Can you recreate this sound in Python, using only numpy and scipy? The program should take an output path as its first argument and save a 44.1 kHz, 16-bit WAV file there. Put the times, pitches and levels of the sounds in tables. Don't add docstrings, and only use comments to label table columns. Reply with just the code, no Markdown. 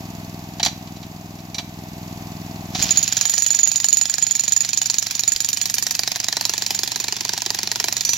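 import sys
import numpy as np
from scipy import signal
from scipy.fft import rfft, irfft, next_fast_len
from scipy.io import wavfile

SR = 44100
rng = np.random.default_rng(int(sys.argv[2]) if len(sys.argv) > 2 else 0)


def put_to_file(sound):
    columns = np.atleast_2d(sound).T
    safe = np.clip(columns, -1, 1)
    whole_steps = np.round(safe * 32767)
    wavfile.write(sys.argv[1], SR, whole_steps.astype(np.int16))


N = 360297
TIME = np.arange(N) / SR
AGE = np.arange(SR // 5) / SR

# time_s, blows_per_s
STRIKE_RATE = [(3.35, 24.05), (3.6, 23.64), (4.4, 23.55), (4.7, 23.87), (5.7, 23.72), (6.05, 24.02),
               (6.8, 23.5), (7.02, 24.47), (7.2, 23.63), (7.65, 23.61), (7.9, 24.04)]
FIRST_BLOW_S = 2.8245
RUN_UP_WAIT_S, RUN_UP_SHRINK = .0412, .5784


def blow_times(count=125):
    times = [FIRST_BLOW_S]
    for k in range(count - 1):
        running_gap = 1 / curve(STRIKE_RATE, times[-1])[0]
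        run_up_wait = RUN_UP_WAIT_S * RUN_UP_SHRINK ** k
        times.append(times[-1] + running_gap + run_up_wait)
    return np.array(times)


# time_s, stone_crack_db, ground_knock_db
BITE = [(2.82, -13, -34), (3, -16, -35), (3.15, -13.5, -28), (3.55, -18.5, -36), (3.9, -14.5, -32.5),
        (4.45, -18, -33.5), (4.9, -15, -34.5), (5.45, -16.5, -33.5), (6.42, -14, -27.5), (6.7, -16, -33),
        (7.3, -17, -31), (7.9, -15.5, -28.5), (8.02, -14, -36)]
# time_s, ring_db, free_ring_s
PLAY = [(2.82, -17, 0.022), (2.98, -11, 0.02), (3.13, -13.5, 0.0091), (3.28, -12.5, 0.03),
        (3.6, -19.5, 0.028), (4.03, -17.5, 0.025), (4.14, -25, 0.021), (4.42, -15, 0.019),
        (4.95, -20, 0.018), (5.55, -18, 0.021), (5.98, -22, 0.019), (6.05, -43, .008), (6.65, -16.5, 0.02),
        (7, -23, 0.015), (7.4, -38, 0.0059), (7.92, -39, 0.0055), (7.97, -17.5, 0.022),
        (8.13, -11.5, 0.039)]
FORCE_SCATTER_DB, GROUND_SCATTER_DB, REBOUND_SCATTER_DB = 1, 1.45, 4.5
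FREE_STRETCH_PER_DB = -0.03


def strikes():
    s = blow_times()
    crack_db, knock_db = curve(BITE, s)
    ring_db, free_s = curve(PLAY, s)
    force, ground, rebound = rng.standard_normal((len(s), 3)).T
    force_db = FORCE_SCATTER_DB * force
    ground_db = GROUND_SCATTER_DB * ground
    rebound_db = REBOUND_SCATTER_DB * np.minimum(rebound, 1)
    free_s = free_s * np.exp(FREE_STRETCH_PER_DB * rebound_db)
    return s, crack_db + force_db, knock_db + force_db + ground_db, ring_db + rebound_db, free_s


# freq_hz, relative_db_per_hz
CRACK_SPECTRUM = [(900, -40), (2000, -58), (2400, -1.5), (2750, -10), (3300, -8), (3600, -9), (4400, 3),
                  (6000, -1.5), (7100, 2.5), (8200, -18), (10000, -18), (12500, -7), (15000, -23),
                  (16500, -5)]
# freq_hz, relative_db_per_hz
KNOCK_SPECTRUM = [(200, -26.5), (370, -32), (520, -12.5), (700, 2.5), (950, -6), (1350, -5.5), (1900, 4.5),
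                  (2200, -10.5), (3500, -16)]
# freq_hz, relative_db_per_hz
SOIL_SPECTRUM = [(180, -25.5), (290, -9.5), (380, -3), (450, -8.5), (560, -32), (780, -8.5), (960, 0.5),
                 (1200, -20.5)]
# time_s, thud_db (relative to the knock, before mixing)
DEPTH = [(2.8, -9.5), (5.3, -7), (6.1, -4.5), (7.1, 2.5), (7.9, 0), (8.05, -1.5)]
# freq_hz, level_db, t60_s
HOLDER_MODES = [(2314, -8.5, 0.048), (3904, -13.5, 0.08), (3988, -2.5, 0.069), (4610, -6, 0.045),
                (5470, -5, 0.042), (5880, -5, 0.09), (6060, -30, 0.61), (6970, -10, .09), (8300, -26, 0.15),
                (11300, -36, 0.052), (14150, -23, .12)]


def blows(s, crack_db, knock_db, ring_db, free_s):
    soil_db = knock_db + curve(DEPTH, s)[0] - 2
    crack = contacts(s, crack_db - 1.12, CRACK_SPECTRUM, burst(t60=0.017, attack=0.000078), repeat=0.44)
    knock = contacts(s, knock_db - .5, KNOCK_SPECTRUM, burst(t60=0.035, attack=0.00044), repeat=0.33)
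    thud = contacts(s, soil_db, SOIL_SPECTRUM, burst(t60=0.04, attack=0.00025), repeat=0.54)
    soft_s = s + free_s - .006
    soft = contacts(soft_s, ring_db - 14, CRACK_SPECTRUM, burst(t60=0.023, attack=0.0034), repeat=.05)
    rings = np.zeros(N)
    pressed = amp(-60 * AGE / 0.15)
    for when, high_db, low_db in zip(s, crack_db, knock_db):
        add(rings, when, amp(high_db - 10.5) * stone(centre_hz=4776, width=0.204, t60=0.05))
        add(rings, when, amp(low_db - 6) * stone(centre_hz=1860, width=0.16, t60=0.02, count=3))
        holder = ring(HOLDER_MODES, 0, scatter_db=5.0, detune=0.0057, phase_scatter=3.43)
        add(rings, when, amp(high_db - 16.5) * holder * pressed)
    return rings + spread(crack + knock + thud + soft)


def stone(centre_hz, width, t60, count=5):
    pitch, phase = rng.standard_normal((2, count, 1))
    mode_hz = centre_hz * np.exp(width * pitch)
    modes = np.sin(2 * np.pi * (mode_hz * AGE + phase))
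    return np.sqrt(2 / count) * modes.sum(axis=0) * burst(t60, attack=0.00018)


# freq_hz, level_db, t60_s
CHISEL_MODES = [(3950, -17, .2), (5945, -3, .3), (6794, -3, .26), (6934, -3, .26), (8457, -23, .2),
                (9723, -21, .2), (11375, -22, .12), (13254, -19, .1), (14115, -12.5, .18),
                (14637, -15, .18)]
# time_s, two_lowest_db, lower_of_close_pair_db, upper_of_close_pair_db, all_higher_db
SEATING = [(2.85, -12, 6, -28, -2.5), (3.3, -8.5, -0.5, 0.5, -2.5), (3.6, -8, 7.5, 1, -1),
           (4.15, -22, -4, 7.5, -5), (4.8, -2.5, 0, 0.5, -3.5), (5.3, -7, -4, 0, 0), (5.7, -8, -8, -1, 6),
           (6.7, -13, -10, -2, -0.5), (8.1, -0.5, -9, -5.5, -4)]


def chisel(times, ring_db, free_s):
    track = np.zeros(N)
    strike = (1 + 1.03 * np.exp(-AGE / 0.004)) * (1 - np.exp(-AGE / 0.00057))
    for s, db, free in zip(times, ring_db, free_s):
        seating_db = np.pad(curve(SEATING, s), (1, len(CHISEL_MODES) - 5), "edge")[:, None]
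        choke = amp(-60 * np.maximum(AGE - free, 0) / 0.001)
        steel = ring(CHISEL_MODES, seating_db, scatter_db=3.5, detune=0.0023, phase_scatter=0.55)
        add(track, s, amp(db - 3.5) * strike * choke * steel)
    return track * amp([[-3], [0.5]])


# freq_hz, relative_db_per_hz
TREBLE_SPECTRUM = [(3000, -26), (6000, -8), (8500, -16), (10500, -8), (12500, 1), (14500, -4), (16000, -20)]
TREBLE_DB, TREBLE_SCATTER_DB = -16.5, 5.5


def treble_hiss(times, crack_db):
    chance = np.clip(rng.standard_normal(len(times)), -2, 1)
    hiss_db = crack_db + TREBLE_DB + TREBLE_SCATTER_DB * chance
    return spread(contacts(times, hiss_db, TREBLE_SPECTRUM, burst(t60=0.073, attack=.0008), repeat=0))


# start_s, crack_db, ground_knock_db, holder_ring_db
CLANKS = [(0.597, -20.5, -21, -36), (0.6297, -9.5, -22, -18), (0.649, -7.5, -25, -33), (0.66, -9, -16, -27),
          (0.681, -29, -29.5, -31), (.872, -48, -41, -56), (.962, -48, -45, -48), (1.029, -34, -38.5, -44),
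          (1.388, -51, -46, -46), (1.545, -19.5, -31.5, -28.5), (1.583, -18, -23, -27.5),
          (1.594, -29, -32, -48), (2.750, -27, -22, -27.5), (2.803, -29, -34, -31)]
# freq_hz, relative_db_per_hz
CLUNK_SPECTRUM = [(250, -11), (500, -21), (700, 3), (900, -4), (1300, -12.5), (1900, -6), (2400, -7),
                  (3100, -3), (4500, -1.5), (7000, -49)]


def clanks():
    s, crack_db, knock_db, ring_db = np.transpose(CLANKS)
    steel = np.zeros(N)
    for when, db in zip(s, ring_db):
        onset = 1 - np.exp(-AGE / 0.00022)
        holder = ring(HOLDER_MODES, 0, scatter_db=1.5, detune=0.00155, phase_scatter=1.4)
        add(steel, when, amp(db + 4) * onset * holder)
    crack = contacts(s, crack_db - 7.5, CRACK_SPECTRUM, burst(t60=0.062, attack=0.00049), repeat=0)
    knock = contacts(s, knock_db, CLUNK_SPECTRUM, burst(t60=0.045, attack=0.0044), repeat=0)
    return steel + spread(crack + knock)


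# delay_after_blow_s, level_db
KICKS = [(.0003, -20), (.011, -36.5), (0.019, -39)]
# freq_hz, relative_db_per_hz
THUMP_SPECTRUM = [(20, -36), (45, -9.5), (75, -3), (110, 0.5), (190, 3.5), (280, 3), (390, -13), (500, -35),
                  (900, -27)]
SHAKE_DB = -43.5


def piston(times):
    kicks = np.zeros((1, N + SR))
    for delay, db in KICKS:
        delay_chance, level_chance = rng.standard_normal((len(times), 2)).T
        when = times + delay * (1 + 0.073 * delay_chance)
        kicks[0, (when * SR).astype(int)] += amp(db + 2.0 * level_chance)
    shake_db = np.full(len(times), SHAKE_DB)
    shake = contacts(times, shake_db, THUMP_SPECTRUM, burst(t60=.15, attack=0.0016), repeat=.3)
    return coloured(kicks, THUMP_SPECTRUM) + spread(shake)


# freq_hz, relative_db_per_hz
MOTOR_SPECTRUM = [(40, -26), (150, -0.5), (350, -20.5), (500, -17), (720, -6.5), (950, -10.5), (1300, -11),
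                  (2400, -2), (3000, -1), (4600, 1), (6800, 1), (8500, -21), (12500, -15), (16000, -10)]
SWITCH_ON_S, RISE_S = 2.72, 0.1
MOTOR_DB, SURGE_DB, SETTLE_S = -34, 13.5, 0.49
LABOUR = 0.28


def motor(times):
    running = np.maximum(TIME - SWITCH_ON_S, 0)
    effort_db = MOTOR_DB + SURGE_DB * np.exp(-running / SETTLE_S) + LABOUR * curve(DEPTH)[0]
    stroke = np.interp(TIME, times, np.arange(len(times)))
    load_db = 2.2 * np.cos(2 * np.pi * (stroke - .93))
    chatter_db = 4.2 * np.interp(TIME, np.linspace(0, TIME[-1], 3000), rng.standard_normal(3000))
    rush = spread(coloured(rng.standard_normal((2, N)), MOTOR_SPECTRUM))
    rise = np.minimum(running / RISE_S, 1) ** 1.03
    return rush * rise * amp(effort_db + load_db + chatter_db)


def bump():
    track = np.zeros(N)
    add(track, 5.355, amp(-33) * np.sin(2 * np.pi * 56 * AGE) * amp(-60 * AGE / .07))
    return track


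# time_s, level_db (relative)
HEARD_LEVEL = [(0, 2), (1.2, -1), (1.65, -0.8), (2.1, 2), (2.72, 2.8), (2.83, 6), (3, -2.5), (3.4, -15),
               (8.17, -12)]
# time_s, cycles_per_s
ENGINE_SPEED = [(0, 20.757), (2.74, 20.757), (2.8, 18.7), (2.9, 20.3), (3.1, 22.6), (3.3, 23.3),
                (3.7, 22.65), (5, 22.75), (8.17, 22.95)]
STROKES = [(.815, -1), (.124, 1)]
# freq_hz, relative_db_per_hz
PUFF_SPECTRUM = [(20, -37), (45, -16.5), (65, -14), (105, -3.5), (140, -6), (175, 0), (240, -6),
                 (300, -6.5), (400, -25), (520, -30.5), (1000, -49.5)]
# freq_hz, relative_db_per_hz
BOOM_SPECTRUM = [(50, -27), (90, -8), (113, 4.5), (138, -4.5), (300, -49)]
# freq_hz, relative_db_per_hz
DIN_SPECTRUM = [(20, -13), (60, -1), (200, 0), (400, -3.5), (520, -17), (670, 2), (1100, -7), (1400, -16),
                (2400, -10.5), (3200, -15), (6900, -15.5), (8800, -30), (13000, -16.5), (16000, -26)]
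# freq_hz, likeness (0-1)
GENERATOR_ALIKE = [(30, 0.96), (300, 1), (800, 1), (1400, 0.36), (6000, 0.37), (14000, 0.34)]


def generator():
    speed, idle_speed = curve(ENGINE_SPEED)[0], ENGINE_SPEED[0][1]
    turns = np.cumsum(speed) / SR
    pulses = np.zeros((1, N))
    for place, direction in STROKES:
        when = np.searchsorted(turns, np.arange(place, turns[-1], 1))
        pulses[0, when] = direction * amp(-6.0 + .5 * rng.standard_normal(len(when)))
    load = np.clip((speed - idle_speed) / 2, 0, 1)
    thuds = coloured(pulses, PUFF_SPECTRUM) + amp(-6.5) * load * coloured(pulses, BOOM_SPECTRUM)
    since_puff = (turns - STROKES[1][0]) % 1
    clatter = rng.standard_normal((2, SR))[:, (since_puff * SR / idle_speed).astype(int)]
    rattle = 0.67 * rng.standard_normal((2, N)) + 0.67 * clatter
    din = spread(coloured(rattle, DIN_SPECTRUM), GENERATOR_ALIKE)
    hiss = spread(coloured(rng.standard_normal((2, N)), CRACK_SPECTRUM), GENERATOR_ALIKE)
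    hiss = hiss * np.exp(-since_puff / 0.16)
    sound = amp(curve(HEARD_LEVEL)) * (thuds + amp(-39.5) * din + amp(-39.0) * hiss)
    return np.array([np.roll(sound[0], 8), sound[1]])


# freq_hz, t60_s
YARD_DECAY = [(200, 0.09), (2000, 0.46), (12000, 0.21)]


def yard(x):
    hz, t, z = signal.stft(rng.standard_normal((2, SR // 2)), SR, nperseg=256)
    decay = amp(-60 * t / along(YARD_DECAY, hz)[:, None])
    tail = signal.istft(z * decay, SR, nperseg=256)[1]
    late_tail = np.pad(tail, ((0, 0), (SR // 200, 0)))
    return signal.fftconvolve(x, late_tail / np.linalg.norm(tail[0]), axes=1)[:, :N]


def contacts(times, levels_db, spectrum, shape, repeat):
    track, same = np.zeros((2, N)), rng.standard_normal((2, len(AGE)))
    share = np.clip(repeat, 0, 1)
    for s, db in zip(times, levels_db):
        fresh = rng.standard_normal(same.shape)
        add(track, s, amp(db) * shape * (np.sqrt(share) * same + np.sqrt(1 - share) * fresh))
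    return coloured(track, spectrum)


def burst(t60, attack):
    shape = amp(-60 * AGE / t60) * (1 - np.exp(-AGE / attack))
    return shape / np.sqrt(np.sum(shape ** 2) / (.007 * SR))


def ring(modes, extra_db, scatter_db, detune, phase_scatter):
    hz, db, t60 = np.transpose(modes)[:, :, None]
    size, pitch, phase = rng.standard_normal((3, len(modes), 1))
    mode_hz = hz * (1 + detune * pitch)
    swing = np.sin(2 * np.pi * mode_hz * (AGE - .002) + phase_scatter * phase)
    level_db = db + extra_db + scatter_db * size - 60 * AGE / t60
    return np.sqrt(2) * np.sum(amp(level_db) * swing, axis=0)


# freq_hz, likeness (0-1)
HAMMER_ALIKE = [(40, .3), (130, 0.78), (350, 0.84), (900, 0.97), (1400, 0.41), (2400, 0.41), (4000, 0.81),
                (8000, 0.31), (14000, 0.77)]


def spread(pair, alike=HAMMER_ALIKE):
    def shares(hz):
        turn = np.arccos(np.clip(along(alike, hz), 0, 1)) / 2
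        return np.array([np.cos(turn), np.sin(turn)])

    mid, side = filtered(pair, shares)
    return np.array([mid + side, mid - side])


def coloured(x, spectrum, size=4096):
    cepstrum = irfft(np.log(amp(along(spectrum, np.fft.rfftfreq(size, 1 / SR)))))
    cepstrum[1:size // 2] *= 2
    cepstrum[size // 2 + 1:] = 0
    answer = irfft(np.exp(rfft(cepstrum)))
    return signal.fftconvolve(x, answer[None] / np.linalg.norm(answer), axes=1)[:, :N]


def filtered(x, response):
    m = next_fast_len(N + SR // 2)
    return irfft(rfft(x, m) * response(np.fft.rfftfreq(m, 1 / SR)), m)[..., :N]


def add(track, s, sound):
    part = track[..., max(round(s * SR), 0):][..., :len(AGE)]
    part += sound[..., :part.shape[-1]]


def curve(rows, at=TIME):
    s, *cols = np.transpose(rows)
    return np.array([np.interp(at, s, c) for c in cols])


def along(points, hz):
    f, v = np.transpose(points)
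    return np.interp(np.log(hz + 1), np.log(f), v)


def amp(db):
    return 10 ** (np.asarray(db) / 20)


def scene():
    s, crack_db, knock_db, ring_db, free_s = strikes()
    hammer = blows(s, crack_db, knock_db, ring_db, free_s) + chisel(s, ring_db, free_s)
    hammer = hammer + treble_hiss(s, crack_db) + clanks()
    return hammer + amp(-15.5) * yard(hammer) + piston(s) + motor(s) + bump() + generator()


# freq_hz, left_minus_right_db
PORT_BALANCE = [(100, .5), (380, .8), (700, 2.5), (1300, 2.2), (2400, .7), (4400, -3.5), (6000, -4.5),
                (6900, -9), (8200, -7), (11000, -2), (15000, -2)]
# freq_hz, left_lead_rad
PORT_LEAD = [(1900, 0), (2700, -1), (3200, -.6), (4300, -.4), (5400, .2), (6200, .2), (7000, 1.3),
             (8400, 1), (10000, 2.1), (12500, 3), (16000, 3.2)]
TOP_HZ = 16000


def record(dry):
    def ports(hz):
        left = amp(along(PORT_BALANCE, hz) / 2) * np.exp(.5j * along(PORT_LEAD, hz))
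        return np.array([left, 1 / left]) / np.sqrt((abs(left) ** 2 + abs(left) ** -2) / 2)

    x = filtered(dry, ports)
    x = x / (1 + np.abs(x) ** 6) ** (1 / 6)
    return filtered(x, lambda hz: hz < TOP_HZ)


dry = scene()
out = record(dry)
put_to_file(out)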